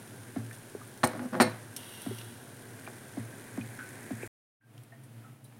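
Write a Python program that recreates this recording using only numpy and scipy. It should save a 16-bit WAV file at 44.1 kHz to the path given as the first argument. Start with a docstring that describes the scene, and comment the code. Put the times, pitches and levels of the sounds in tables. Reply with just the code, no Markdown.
"""Pressure cooker lid shut on a simmering pot

An aluminium lid rocks, drops into its seat with a chattering clank and is twisted shut: rapid contacts excite
noise bands and damped modes, and grainy stick-slip noise drives the rocking and the twist.
The pot hisses and bubbles in coloured noise and short pitched rings; a dull knock, perhaps a tap dripping
into a steel sink, recurs as a falling sine sweep with booming modes. The sound cuts out briefly and
fades back in on the closed pot, humming and ticking quietly."""
import sys
import numpy as np
from scipy import signal
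from scipy.fft import rfft, irfft, next_fast_len
from scipy.io import wavfile

SR = 44100
rng = np.random.default_rng(int(sys.argv[2]) if len(sys.argv) > 2 else 0)


def waveform_to_disk(signal):
    """Save audio, clipped to [-1, 1], as 16-bit WAV at the path in sys.argv[1]."""
    frames = np.transpose(np.atleast_2d(signal))
    scaled = np.clip(frames, -1, 1) * 32767
    samples = np.round(scaled).astype(np.int16)
    wavfile.write(sys.argv[1], SR, samples)


N = 246735
TIME = np.arange(N) / SR
AGE = TIME[:SR]  # seconds since a blow, up to one second
CUT_S = 4.277  # the sound cuts out here

# Main modes of lid and pot. Each row: pitch in Hz, level in dB, t60 in seconds.
LID_MODES = [(113.4, -12, .93), (228.5, -4.5, .25), (253, -3.5, .25), (289.6, -8.5, 0.24), (362, 1, .21),
             (501.3, -1, 0.24), (555, -7, .23), (636, -1.5, 0.25), (716, -4, .15), (738, -4, .13),
             (846, -3, .2), (921, -8.5, .13), (1130, -7.5, .2), (1276, -12, .2), (1444, -3.5, .14),
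             (1638, -12, .19), (1802, -10.5, 0.17), (1856, -13, .15), (2115, -16, .22)]
# Spectrum of the crowded higher modes of the dome. Each row: frequency in Hz, level in dB.
CLACK = [(70, -37), (130, 1), (300, -3.5), (700, -1.5), (1000, -5.5), (1400, -6), (2000, -7), (2600, -18),
         (3400, -19.5), (6000, -29.5), (16000, -53.5)]
# Spectrum of the lugs scraping and catching. Each row: frequency in Hz, level in dB.
LUGS = [(900, -3.5), (2400, -2), (3050, 2.5), (3450, 1), (3900, -3), (5100, -10.5), (5550, -1.5),
        (6100, -7), (7200, -15), (8100, -5), (8900, 0.5), (10400, -0.5), (12500, -4.5), (16000, -13)]
# The lid lands and chatters. Each row: start in seconds, first rebound gap in seconds, chatter length in
# seconds, force in dB, time to full weight in seconds, force lost in dB per second, rim ring in dB,
# bright edge in dB.
LANDINGS = [(1.0331, .0044, .018, 3.5, 0.0038, 1598.5, -9.5, -5.5),
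            (1.4008, .0045, .0265, 3, 0.000086, 370, -3.5, -6.5)]
# The lid taps the rim lightly. Each row: start in seconds, force in dB.
TAPS = [(1.134, -21.5), (1.194, -20), (1.333, -20), (1.344, -16.5), (1.352, -15), (2.876, -23)]


def amp(db):
    """Decibels to gain."""
    return 10 ** (np.asarray(db) / 20)


def unit(x):
    """Scale to rms 1."""
    return x / np.sqrt(np.mean(x ** 2))


def colour(x, points):
    """Filter a signal by a curve of (Hz, dB) points, then scale it to rms 1."""
    hz, db = np.transpose(points)
    size = next_fast_len(len(x))
    f = np.maximum(np.fft.rfftfreq(size, 1 / SR), 1)
    gain = amp(np.interp(np.log(f), np.log(hz), db))
    return unit(irfft(rfft(x, size) * gain, size)[:len(x)])


def noise(points, size=N):
    """Coloured noise at rms 1."""
    return colour(rng.standard_normal(size), points)


def grains(spread_db):
    """Dense micro-impacts of very unequal size: noise whose level jumps every 32 samples."""
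    sizes = np.minimum(rng.exponential(size=N // 32 + 1), 6)
    return rng.standard_normal(N) * amp(spread_db * np.repeat(sizes, 32)[:N])


def fade(t60):
    """Free exponential decay after a blow, down 60 dB after t60 seconds."""
    return np.exp(-np.log(1000) * AGE / t60)


def ring(modes):
    """Damped sine modes of (Hz, dB, t60 s); neighbours swing in opposite directions."""
    total = 0
    for k, (hz, db, t60) in enumerate(modes):
        total = total + (-1) ** k * amp(db) * fade(t60) * np.sin(2 * np.pi * hz * AGE)
    return total


def overtones(count=170):
    """The many higher modes of a thin dome, as undamped sines scattered between 0.9 and 15 kHz."""
    hz = 900 + 14100 * rng.random((count, 1)) ** 2
    turn = rng.random((count, 1))  # start phase in cycles
    return np.sin(2 * np.pi * (hz * AGE + turn)).sum(axis=0)


def walk(rate):
    """Slow random drift: straight lines between normal random knots, rate knots per second."""
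    knots = rng.standard_normal(512)
    return np.interp(TIME * rate, np.arange(len(knots)), knots)


def swell(start, length, attack, release_t60):
    """Gain over time: rise, hold, then a free decay."""
    rise = np.clip((TIME - start) / attack, 0, 1)
    overrun = np.maximum(TIME - start - length, 0)
    return rise * np.exp(-np.log(1000) * overrun / release_t60)


def add(out, s, sound):
    """Mix a sound in at time s; one that starts before zero loses its beginning."""
    i = int(s * SR)
    sound, i = sound[max(-i, 0):], max(i, 0)
    out[i:i + len(sound)] += sound[:N - i]


def lid(clack_db=-19, clack_rise_s=.0003, clack_t60=.026, dent_db=-8, dent_t60=0.0067,
        rim_db=-19.0, edge_db=-21, edge_t60=0.024, dome_tail_db=-23, dome_t60=0.34,
        rim_tail_db=-21, rim_t60=0.28, edge_tail_db=-20, edge_tail_t60=0.18, room_db=-25, room_t60=0.65):
    """Every contact dents and clacks the dome and zings the edge; quick rebounds make the clank."""
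    # Crowded modes of the rim. Each row: frequency in Hz, level in dB.
    rim_band = [(1200, -24), (2400, 6.5), (2800, -6), (3500, -8.5), (4200, 9.5), (4700, -8.5), (5300, -1),
                (6500, -20.5), (8000, -21), (16000, -44.5)]
    # Zing of the edge. Each row: frequency in Hz, level in dB.
    edge_band = [(2000, -33), (4500, -17), (7200, -4), (8100, -13), (8350, 4.5), (9100, 4.5), (10000, -5),
                 (11500, -9.5), (13200, -8), (16000, -20)]
    out, shimmer = np.zeros(N), overtones()
    dome_ring = amp(dome_tail_db) * colour(shimmer, CLACK) * fade(dome_t60)
    rim_ring = amp(rim_tail_db) * colour(shimmer, rim_band) * fade(rim_t60)
    edge_ring = amp(edge_tail_db) * colour(shimmer, edge_band) * fade(edge_tail_t60)
    spread = 1 - np.exp(-AGE / clack_rise_s)  # the blow takes a moment to spread over the dome
    clack_decay = fade(clack_t60) + amp(room_db) * fade(room_t60)
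    for s, force_db, ring_db, high_db, dent_hz in contacts():
        dent = ring([(dent_hz, dent_db, dent_t60)])  # the sheet gives way and springs back
        clack = amp(clack_db) * spread * (noise(CLACK, SR) * clack_decay + dome_ring)
        rim = noise(rim_band, SR) * fade(edge_t60) + rim_ring
        edge = noise(edge_band, SR) * fade(edge_t60) + edge_ring
        blow = amp(force_db) * (dent + clack)
        add(out, s, blow + amp(rim_db + ring_db) * rim + amp(edge_db + high_db) * edge)
    return out


def contacts(tap_rim_db=-22, tap_edge_db=-34, tap_hz=1200, count=12):
    """Yield touches (s, force dB, rim dB, edge dB, dent Hz): rebounds come ever faster, with deeper dents."""
    rebound = .92  # each gap as a share of the one before
    glance_db = -10  # a touch before full weight only grazes: dB per first gap still to go
    bite_s, bite_db = .002, -13  # the edge starts duller; twice the time to full weight adds to bite_s
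    # the dent's pitch falls as more of the rim touches
    dent_first_hz, dent_seated_hz, seating_s = 1320, 620, 0.011
    rim_follows = 0.79  # share of the change in force that the rim ring follows
    for s, gap, length, db, weight_s, loss_db_per_s, rim_db, edge_db in LANDINGS:
        lags = np.append(0, np.cumsum(gap * rebound ** np.arange(count)))
        for lag in lags[lags < length]:
            graze_db = glance_db * max(weight_s - lag, 0) / gap
            change_db = graze_db - loss_db_per_s * max(lag - weight_s, 0)
            dull_db = bite_db * max(1 - lag / (bite_s + 2 * weight_s), 0)
            dent_hz = dent_seated_hz + (dent_first_hz - dent_seated_hz) * np.exp(-lag / seating_s)
            yield s + lag, db + change_db, rim_db + rim_follows * change_db, edge_db + dull_db, dent_hz
    for s, db in TAPS:
        yield s, db, db + tap_rim_db, db + tap_edge_db, tap_hz


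def ringing(body_db=-24.0, rim_db=-25, tap_db=-27, build_share=.3):
    """Main modes of pot and rim build up while the lid chatters, the more the longer it does, then ring out."""
    # Modes of the thin rim. Each row: pitch in Hz, level in dB, t60 in seconds.
    rim_modes = [(2238, -12, .28), (2420, -12, .26), (2840, -10, .15), (3980, -16, .31), (4196, -3, .15),
                 (4403, 0, .16), (5254, -10, .1), (7284, -20, .2), (8680, -13, .17), (8882, -8, .21),
                 (9125, -9, .18), (9814, -15, .16), (12580, -17, .15)]
    out, body, rim = np.zeros(N), ring(LID_MODES), ring(rim_modes)
    longest = max(row[2] for row in LANDINGS)
    for s, _, length, db, _, _, ring_db, _ in LANDINGS:
        build = (length / longest) ** 2 * (1 - np.exp(-AGE / (build_share * length)))
        add(out, s, build * (amp(body_db + db) * body + amp(rim_db + ring_db) * rim))
    for s, db in TAPS:
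        add(out, s, amp(tap_db + db) * body)
    return out


def rubbing(spread_db=2, groan_db=-3, scrape_db=-4, rasp_db=-2.0, sing_db=-4.5, sing_t60=0.076):
    """Stick and slip: the rocking gasket drives the lid's low modes; the lugs rasp and make the rim sing."""
    # Slips of the rubber gasket. Each row: frequency in Hz, level in dB.
    gasket = [(80, -39.5), (115, 0), (170, -6.5), (225, 3.5), (270, -2.5), (400, -15.5), (520, -8.5),
              (640, -11), (800, -21.5), (1300, -19.5), (1700, -20.5), (2600, -37), (8000, -53)]
    # The lid rocks on its gasket. Each row: start in seconds, length in seconds, level in dB.
    rocks = [(1.05, 0.079, -43), (1.138, .036, -35.5), (1.192, .075, -37.5), (1.32, 0.15, -30)]
    slips = colour(grains(spread_db), gasket)
    groan = unit(signal.fftconvolve(slips, ring(LID_MODES))[:N])
    rocking = sum(amp(db) * swell(s, length, attack=.015, release_t60=0.11) for s, length, db in rocks)
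    rasp = colour(grains(spread_db), LUGS)
    sing = unit(signal.fftconvolve(rasp, overtones(count=90) * fade(sing_t60))[:N])
    # one turn slides the lugs under the rim
    twist = amp(-50.5) * swell(start=1.762, length=0.43, attack=.018, release_t60=1)
    rocked = (amp(groan_db) * groan + amp(scrape_db) * slips) * rocking
    twisted = (amp(rasp_db) * rasp + amp(sing_db) * sing) * twist
    return rocked + twisted


def clicks(tail_db=-23, tail_t60=0.2, skirt_db=-16):
    """Lugs catch and warm metal ticks: decaying noise, each around its own pitch."""
    # Light metal clicks. Each row: start in seconds, level in dB, t60 in seconds, centre of the ring in Hz.
    click_rows = [(0.529, -52.5, 0.18, 6050), (1.0735, -31, .014, 9550), (1.764, -32.5, 0.049, 7540),
                  (2.018, -42, 0.046, 9300), (2.185, -42, .03, 5140), (2.214, -41.5, 0.018, 3500),
                  (4.779, -50.5, 0.017, 3500), (4.835, -56, .03, 8500), (5.035, -59, 0.12, 8500),
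                  (5.443, -55.5, 0.11, 10100)]
    out = np.zeros(N)
    for s, db, t60, hz in click_rows:
        metal = colour(noise(LUGS, SR), [(hz / 4, skirt_db), (hz, 0), (hz * 4, skirt_db)])
        add(out, s, amp(db) * metal * (fade(t60) + amp(tail_db) * fade(tail_t60)))
    return out


def knocks(wave_db=-25.0, ring_db=-35, ring_lag_s=0.01478, tap_db=-46, tap_t60=0.22,
           ping_hz=700, ping_db=-36, ping_t60=0.035, ping_lag_s=0.00323):
    """A bending wave in a thin sheet: the treble arrives first, the bass follows and booms on."""
    # Dull knocks, the first already dying away. Each row: start in seconds, level in dB.
    knock_rows = [(-.06, -7), (0.3602, 1), (2.061, -1), (3.1696, -1), (3.5746, -0.5), (4.1053, -1.5)]
    # Booming modes of the sink. Each row: pitch in Hz, level in dB, t60 in seconds.
    sink_modes = [(114.36, -0.5, 0.75), (137, -13, .45), (224.8, 1, 0.24), (275, -11, 0.38),
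                  (375, -12, 0.1)]
    extra_hz, end_hz, glide_s = 1400, 240, .0021  # extra pitch at first, last pitch, glide time
    peak_s, width_s = .0118, .0066  # when the wave peaks and how wide the peak is
    hz = end_hz + extra_hz * np.exp(-AGE / glide_s)
    bump = np.exp(-((AGE - peak_s) / width_s) ** 2)
    wave = amp(wave_db) * np.sin(2 * np.pi * np.cumsum(hz) / SR) * bump
    ping = ring([(ping_hz, ping_db, ping_t60)])
    out, boom = np.zeros(N), amp(ring_db) * ring(sink_modes)
    for s, db in knock_rows:
        tap = amp(tap_db) * noise(CLACK, SR) * fade(tap_t60)
        add(out, s, amp(db) * (wave + tap))
        add(out, s + ping_lag_s, amp(db) * ping)
        add(out, s + ring_lag_s, amp(db) * boom)
    return out


def bubbles(rise_s=0.00046, splash_db=-3, tone_db=-3):
    """Each bubble starts with a rough splash and rings out at one pitch."""
    # Bubbles, drops and small pings. 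Each row: start in seconds, pitch in Hz, level in dB, t60 in seconds.
    bubble_rows = [(0.511, 1776, -39.5, 0.059), (0.75, 418, -33, 0.054), (0.814, 1202, -43.5, 0.086),
                   (2.11, 378, -31.5, 0.098), (2.867, 2387, -44, 0.11), (3.611, 2455, -38.5, 0.063),
                   (3.79, 1505, -38.5, 0.5), (3.942, 315, -37, 0.061), (4.228, 2380, -41.5, 0.091),
                   (4.233, 340, -27, 0.059), (4.609, 1587, -46.5, 0.25), (4.922, 1840, -55, 0.28),
                   (4.924, 670, -50, 0.22), (5.24, 1302, -54, 0.41), (5.447, 3930, -60, 0.12)]
    out = np.zeros(N)
    for s, hz, db, t60 in bubble_rows:
        band = [(hz / 4, -60), (hz * .8, -15), (hz, 0), (hz * 1.25, -15), (hz * 4, -60)]
        splash = amp(splash_db) * noise(band, SR) * fade(t60)  # fades twice as fast as the tone
        tone = amp(tone_db) * np.sin(2 * np.pi * hz * AGE)
        add(out, s, amp(db) * (tone + splash) * fade(t60) * (1 - np.exp(-AGE / rise_s)))
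    return out


def simmer(rumble_share=0.16, hiss_share=.03, sputter_db=-69):
    """The flame murmurs under the pot; as the boil grows, froth gurgles up and the fizz gains a sputter."""
    # Spectra of the murmur, froth, fizz and sputter. Each row: frequency in Hz, level in dB.
    murmur_band = [(40, 4), (80, -12.5), (113, 6), (166, -8), (255, -1), (313, -7), (354, -4.5), (477, -10),
                   (964, -15), (1250, -19.5), (1580, -11), (2160, -34), (4000, -34.5), (8000, -59)]
    froth_band = [(700, -17.5), (1400, -2.5), (1650, 9.5), (2000, 6), (2500, 1.5), (3100, -27), (6000, -36)]
    hiss_band = [(1200, -21.5), (1700, -7.5), (2400, -5), (3200, -3.5), (4700, -7), (6200, -5.5),
                 (8000, -7.5), (8600, 0.5), (10000, -1), (11400, -4.5), (12200, -7.5), (16000, -12)]
    sputter_band = [(3000, -31), (5200, -16.5), (6300, -3.5), (8000, 1), (10500, -2), (16000, -15)]
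    # Surges of the froth. Each row: peak in seconds, half width in seconds, rise in dB.
    surges = [(.29, 0.023, 3), (2.87, 0.076, 4), (4.234, 0.028, 5.5)]
    rumble_db, froth_db, hiss_db = -48, -63.5, -56
    heating_s, boil_db_per_s = 2.43, 5.5  # from here the boil grows as the pot heats up
    boil_db = boil_db_per_s * np.maximum(TIME - heating_s, 0)
    for s, width, db in surges:
        boil_db = boil_db + db * np.exp(-((TIME - s) / width) ** 2)
    flicker = amp(.6 * walk(14))
    rumble = noise(murmur_band) * amp(rumble_db + rumble_share * boil_db) * flicker
    froth = colour(grains(spread_db=0.0), froth_band) * amp(froth_db + boil_db)
    fizz = colour(grains(spread_db=2.02), hiss_band) * amp(hiss_db + hiss_share * boil_db)
    sputter = colour(grains(spread_db=3.2), sputter_band) * amp(sputter_db + boil_db)
    return rumble + froth + fizz + sputter


def closed_pot(hum_db=-52, crackle_db=-58.5):
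    """With the lid on, a hum of low noise and a faint grainy crackle remain and waver together."""
    # Spectra of the hum and the crackle. Each row: frequency in Hz, level in dB.
    hum_band = [(20, -11), (70, -17), (95, -21), (115, 6), (132, 0), (155, -13), (220, -42)]
    crackle_band = [(100, -31), (170, -19), (230, 1.5), (263, -11), (295, -2), (330, -12), (553, -16),
                    (700, -15.5), (1120, -22), (1600, -20.5), (3180, -28), (6500, -46), (9500, -27.5),
                    (16000, -46)]
    waver = amp(1.0 * walk(10))
    hum = amp(hum_db) * noise(hum_band)
    crackle = amp(crackle_db) * colour(grains(spread_db=1), crackle_band)
    return waver * (hum + crackle)


def scene():
    """Sum of all sources; at the cut the simmer gives way to the quiet hum and crackle."""
    stove = np.where(TIME < CUT_S, simmer(), closed_pot())
    return (lid() + ringing() + rubbing() + clicks() + knocks() + bubbles() + stove)[None]


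def record(dry, fade_in_s=0.19, low_cut_hz=90, bass_leak_db=-22):
    """The microphone weakens the deep bass; a short silence, a fade back in, and a steep cut of the top."""
    resume_s, top_hz = 4.6, 15900
    low_cut = signal.butter(8, low_cut_hz, "highpass", fs=SR, output="sos")
    bass_leak = signal.butter(2, low_cut_hz / 2, "lowpass", fs=SR, output="sos")
    top_cut = signal.ellip(10, .2, 80, top_hz, fs=SR, output="sos")
    thin = signal.sosfilt(low_cut, dry)
    deep = signal.sosfilt(bass_leak, dry)
    gate = (TIME < CUT_S) + np.clip((TIME - resume_s) / fade_in_s, 0, 1)
    return signal.sosfilt(top_cut, (thin + amp(bass_leak_db) * deep) * gate)


dry = scene()
out = record(dry)
waveform_to_disk(out)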